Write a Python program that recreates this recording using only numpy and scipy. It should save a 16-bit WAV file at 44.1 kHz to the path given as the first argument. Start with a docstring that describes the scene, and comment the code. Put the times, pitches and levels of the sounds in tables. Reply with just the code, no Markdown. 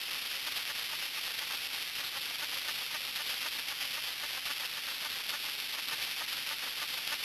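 """Indoors at a table, a mono microphone close to a model beam engine, a quiet room behind it.
The engine slows from four and a half turns a second to just over three. Wet steam hisses and
sputters from valve and cylinder in the same run of spurts every turn, with droplets spitting in it.
The piston sticks and slips: a brief buzz ends each working stroke, faint on a few turns,
and softer rasps follow on the way back. Frame and table resonate with steam and piston alike."""
import sys
import numpy as np
from scipy import signal
from scipy.fft import rfft, irfft
from scipy.io import wavfile

SR = 44100
rng = np.random.default_rng(int(sys.argv[2]) if len(sys.argv) > 2 else 0)


def transcribe(u):
    """Save the signal u as a 16-bit wav file named by the first command-line argument.

    u: samples, shape (n,) or (channels, n), limited to [-1, 1]; the rate is SR.
    q: integer samples, one column per channel.
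    """
    v = np.clip(np.atleast_2d(u).T, -1, 1)
    q = np.round(v * 32767).astype(np.int16)
    wavfile.write(sys.argv[1], SR, q)


N = 319284
TIME = np.arange(N) / SR
HZ = np.maximum(np.fft.rfftfreq(2 * N, 1 / SR), 1)

# turns of the flywheel: end of working stroke t/s, then relative level/dB of
# the buzz, the return rasps, the steam on the working stroke, the steam on the return stroke
FLYWHEEL_TURNS = [(0.036, -50, -48.5, -3.5, 0.5), (0.26, -58, -51, -1, 0), (0.476, -39.5, -52, 1, 1.5),
                  (0.704, -39.5, -52, 1, 0.5), (0.938, -41.5, -54, 1, 0.5), (1.183, -44, -48.0, -1.5, 0),
                  (1.422, -43.5, -46, 0, -0.5), (1.655, -57, -47, -1.5, 0), (1.906, -55, -48, -2.5, 0.5),
                  (2.17, -39.5, -53, -1.0, -0.5), (2.434, -38.5, -49.5, -0.5, 1.5),
                  (2.692, -40, -51.5, 2, -0.5), (2.952, -40.0, -49, -0.5, -4.5),
                  (3.207, -40.5, -51, 0.5, 1.5), (3.463, -39, -50.5, 3, -0.5), (3.72, -40.5, -50.5, 2.5, 1),
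                  (3.981, -42.0, -49.5, 0.0, -0.5), (4.242, -39, -48, -2.5, -1),
                  (4.506, -39, -48.5, 1.5, 0), (4.778, -42, -48, -3, -1.0),
                  (5.059, -40.0, -49.5, -0.5, -2.5), (5.344, -39, -48.5, 1, -1), (5.635, -59, -48, -1, 1.5),
                  (5.928, -40, -51, 3, 0.5), (6.218, -39.5, -50, 0.5, 1.5), (6.52, -39.5, -48.5, -1, 0.5),
                  (6.829, -39.5, -51, 0.5, 0), (7.13, -39.5, -51, 3, 1.5)]
STROKE_END_S, BUZZ_DB, RASP_DB, WORKING_STEAM_DB, RETURN_STEAM_DB = np.transpose(FLYWHEEL_TURNS)
# spurts of steam in every turn: start after the buzz/turns, length/turns, relative level/dB
STEAM_SPURTS = [(-.208, 0.19, 1), (-.075, 0.22, 1.5), (.18, .16, -0.2), (.305, .18, 3), (.42, 0.25, 0.6),
                (.6, .2, -2.5)]
# sputters as a slug of water clears the valve: t/s, peak level/dB over the steady leak
VALVE_SPUTTERS = [(0.558, 3), (1.38, 3), (3.15, 5.5), (3.584, 4.5), (3.942, 3), (4.45, 1), (5.288, 8),
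                  (6.463, 4.5), (6.971, 4)]
# the sharpest spits of water: t/s, relative level/dB
WATER_SPITS = [(0.653, -9), (2.2566, -10), (2.4444, -10), (3.1592, -12), (5.885, -12), (6.4653, -12),
               (7.0754, -8), (7.142, -10)]
# rasps of every return stroke: middle after the buzz/turns, half length/turns, relative level/dB
RETURN_RASPS = [(.225, 0.025, -5), (.38, 0.043, -0.5), (.51, 0.037, 2), (.71, 0.025, -6.5)]
# spectra of the steam jet, the piston's chatter and the room tone: f/Hz, relative level/dB
JET_SPECTRUM = [(150, -27.5), (500, -24.5), (1000, -20.5), (1600, -9), (2200, -2.5), (2800, 0.2),
                (3250, 1.5), (3650, 0.63), (4000, -1.5), (5000, -19), (7000, -26)]
CHATTER_SPECTRUM = [(100, -20.5), (300, -14), (520, -5), (900, -0.5), (1200, 2.5), (1800, 7.5),
                    (2600, -11.5), (4000, -8), (8000, -17)]
ROOM_SPECTRUM = [(20, -4.5), (40, -16), (70, -9.5), (95, -0.5), (145, 7), (190, -2), (270, 7), (400, 0),
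                 (900, -11), (4000, -8)]
# resonances of frame and table: f/Hz, width/Hz, lift/dB
FRAME_RESONANCES = [(139, 39, 4), (266, 72, 6.5), (487, 125, 4.5), (537, 26, 3), (792, 93, 4.5),
                    (896, 72, 3), (1155, 500, 3.5), (1660, 80, -0.5), (1780, 260, -0.5), (2650, 39, 3.5),
                    (3735, 160, 2)]


def from_db(db):
    """Decibels to gain."""
    return 10 ** (np.asarray(db) / 20)


def unit_rms(x):
    """Scale to unit power."""
    return x / np.sqrt(np.mean(x ** 2) + 1e-20)


def drift(rate):
    """Random wander with `rate` new values a second and a spread of 1."""
    knots = rng.standard_normal(N // 4)
    return np.interp(TIME * rate, np.arange(len(knots)), knots) * np.sqrt(3 / 2)


def colour(x, spectrum, resonances=()):
    """Minimum-phase filter of unit power gain, from a spectrum and its resonances."""
    hz, level = np.transpose(spectrum)
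    db = np.interp(np.log(HZ), np.log(hz), level)
    for centre, width, lift in resonances:
        db = db + lift / (1 + (2 * (HZ - centre) / width) ** 2)
    cepstrum = irfft(np.log(unit_rms(from_db(db))))
    cepstrum[1:N] *= 2  # folded forward, so the ringing follows its cause
    cepstrum[N + 1:] = 0
    return irfft(rfft(x, 2 * N) * np.exp(rfft(cepstrum)))[:N]


def crank_times(angle, scatter=0):
    """When the crank passes an angle (in turns after the buzz), and how long each turn lasts, in s."""
    turn_s = np.gradient(STROKE_END_S)
    angles = angle + scatter * rng.standard_normal(len(turn_s))
    return STROKE_END_S + turn_s * angles, turn_s


def spurt(start, length, peak_db):
    """Power of one spurt of steam: it opens fast and fades."""
    power = np.zeros(N)
    span = slice(max(int(start * SR), 0), max(int((start + length) * SR), 0))
    age = np.clip((TIME[span] - start) / length, 0, 1)
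    power[span] = from_db(peak_db) ** 2 * 27 / 4 * age * (1 - age) ** 2
    return power


def steam_flow(sputter_s=0.024, spurt_db=-0.5, uneven_db=0.54, flutter_db=0.85):
    """Jet strength: a steady leak of 1, a few sputters and spurts timed by the crank, all fluttering."""
    power = 1 + sum(spurt(at, sputter_s, db) for at, db in VALVE_SPUTTERS)
    for angle, turns, db in STEAM_SPURTS:
        starts, turn_s = crank_times(angle, scatter=.005)
        stroke_db = WORKING_STEAM_DB if angle < 0 else RETURN_STEAM_DB
        peaks_db = db + spurt_db + stroke_db + uneven_db * rng.standard_normal(len(starts))
        for start, length, peak_db in zip(starts, turns * turn_s, peaks_db):
            power += spurt(start, length, peak_db)
    return np.sqrt(power) * from_db(flutter_db * drift(rate=70))


def steam_jet(flow, leak_db=-39.5, drops_per_s=2000, drop_spread_db=2, fizz_db=-2, spit_db=-1.5):
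    """Close up, turbulent hiss, the fizz of bursting droplets and sharp spits share the jet's colour."""
    sizes = from_db(drop_spread_db * np.minimum(rng.exponential(1, N), 4))
    signs = rng.choice([-1, 1], N)
    bursts = rng.random(N) < drops_per_s * unit_rms(flow) / SR  # more steam: more drops, not bigger
    fizz = from_db(fizz_db) * unit_rms(sizes * signs * bursts)
    hiss = flow * rng.standard_normal(N)
    jet = from_db(leak_db) * np.std(hiss) * unit_rms(unit_rms(hiss) + fizz)
    for at, db in WATER_SPITS:
        jet[int(at * SR)] += from_db(db + spit_db)
    return colour(jet, JET_SPECTRUM, FRAME_RESONANCES)


def room_tone(level_db=-63):
    """Faint, low, steady noise of the room behind the engine."""
    return from_db(level_db) * colour(rng.standard_normal(N), ROOM_SPECTRUM)


def gurgle(flow, level_db=-54.5):
    """Flow above the steady leak stirs the water in the cylinder and adds body to the hiss."""
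    surge = np.sqrt(np.maximum(flow ** 2 - 1, 0))
    return from_db(level_db) * unit_rms(surge) * rng.standard_normal(N)


def swells(times, half_lengths, levels_db):
    """Envelope of flat-topped swells centred on the given times."""
    envelope = np.zeros(N)
    for at, half, db in zip(times, half_lengths, levels_db):
        span = slice(max(int((at - 2 * half) * SR), 0), max(int((at + 2 * half) * SR), 0))
        envelope[span] += from_db(db) * np.exp(-.5 * ((TIME[span] - at) / half) ** 4)
    return envelope


def stick_slip(pitch_hz, jitter, uneven_db, grit, wander=.03):
    """One click per slip at a wandering pitch, uneven in time and size, with friction noise."""
    hz = pitch_hz * (1 + wander * drift(rate=4) + jitter * drift(rate=200))
    slip_count = np.floor(np.cumsum(hz) / SR)
    clicks = np.diff(slip_count, prepend=0) * from_db(uneven_db * drift(rate=300))
    return unit_rms(unit_rms(clicks) + grit * rng.standard_normal(N))


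def working_stroke(slip_hz=296.5, buzz_half_turns=0.041, lead_turns=0.095,
                   scrape_half_turns=0.076, scrape_db=-9.5):
    """The piston first scrapes, then breaks into a short, regular, thin buzz."""
    ends, turn_s = crank_times(0)
    buzz = swells(ends, buzz_half_turns * turn_s, BUZZ_DB)
    scrape = swells(ends - lead_turns * turn_s, scrape_half_turns * turn_s, BUZZ_DB + scrape_db)
    regular = stick_slip(slip_hz, jitter=.02, uneven_db=2.1, grit=0.48)
    rough = stick_slip(slip_hz, jitter=.15, uneven_db=-1.0, grit=0.62)
    low_cut = signal.butter(1, 350, "high", fs=SR, output="sos")
    return buzz * signal.sosfilt(low_cut, regular) + scrape * rough


def return_stroke(flow, slip_hz=266, gain_db=1, vary_db=1.7):
    """The piston rasps back at about the same crank angles every turn, swelling with the steam."""
    envelope = np.zeros(N)
    for angle, half_turns, db in RETURN_RASPS:
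        times, turn_s = crank_times(angle, scatter=0.0064)
        levels_db = db + RASP_DB + vary_db * rng.standard_normal(len(times))
        envelope += swells(times, half_turns * turn_s, levels_db)
    rasp = stick_slip(slip_hz, jitter=.09, uneven_db=2.5, grit=0.38)
    return from_db(gain_db) * envelope * np.sqrt(unit_rms(flow)) * rasp


def scene():
    """At the microphone: steam and piston close, the room behind, the same in both channels."""
    flow = steam_flow()
    chatter = working_stroke() + return_stroke(flow) + gurgle(flow)
    cylinder = colour(chatter, CHATTER_SPECTRUM, FRAME_RESONANCES)
    return np.tile(room_tone() + steam_jet(flow) + cylinder, (2, 1))


def record(dry):
    """A small camera samples slowly and holds each value: the steps mirror the hiss into the treble."""
    sampler_hz, cutoff_hz = 8002, 13700
    anti_alias = signal.butter(10, sampler_hz / 2, fs=SR, output="sos")
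    narrow = signal.sosfilt(anti_alias, dry)
    last_sample_s = np.floor(TIME * sampler_hz) / sampler_hz
    held = np.array([np.interp(last_sample_s, TIME, channel) for channel in narrow])
    high_cut = signal.ellip(10, .3, 75, cutoff_hz, fs=SR, output="sos")
    return signal.sosfilt(high_cut, held)


dry = scene()
out = record(dry)
transcribe(out)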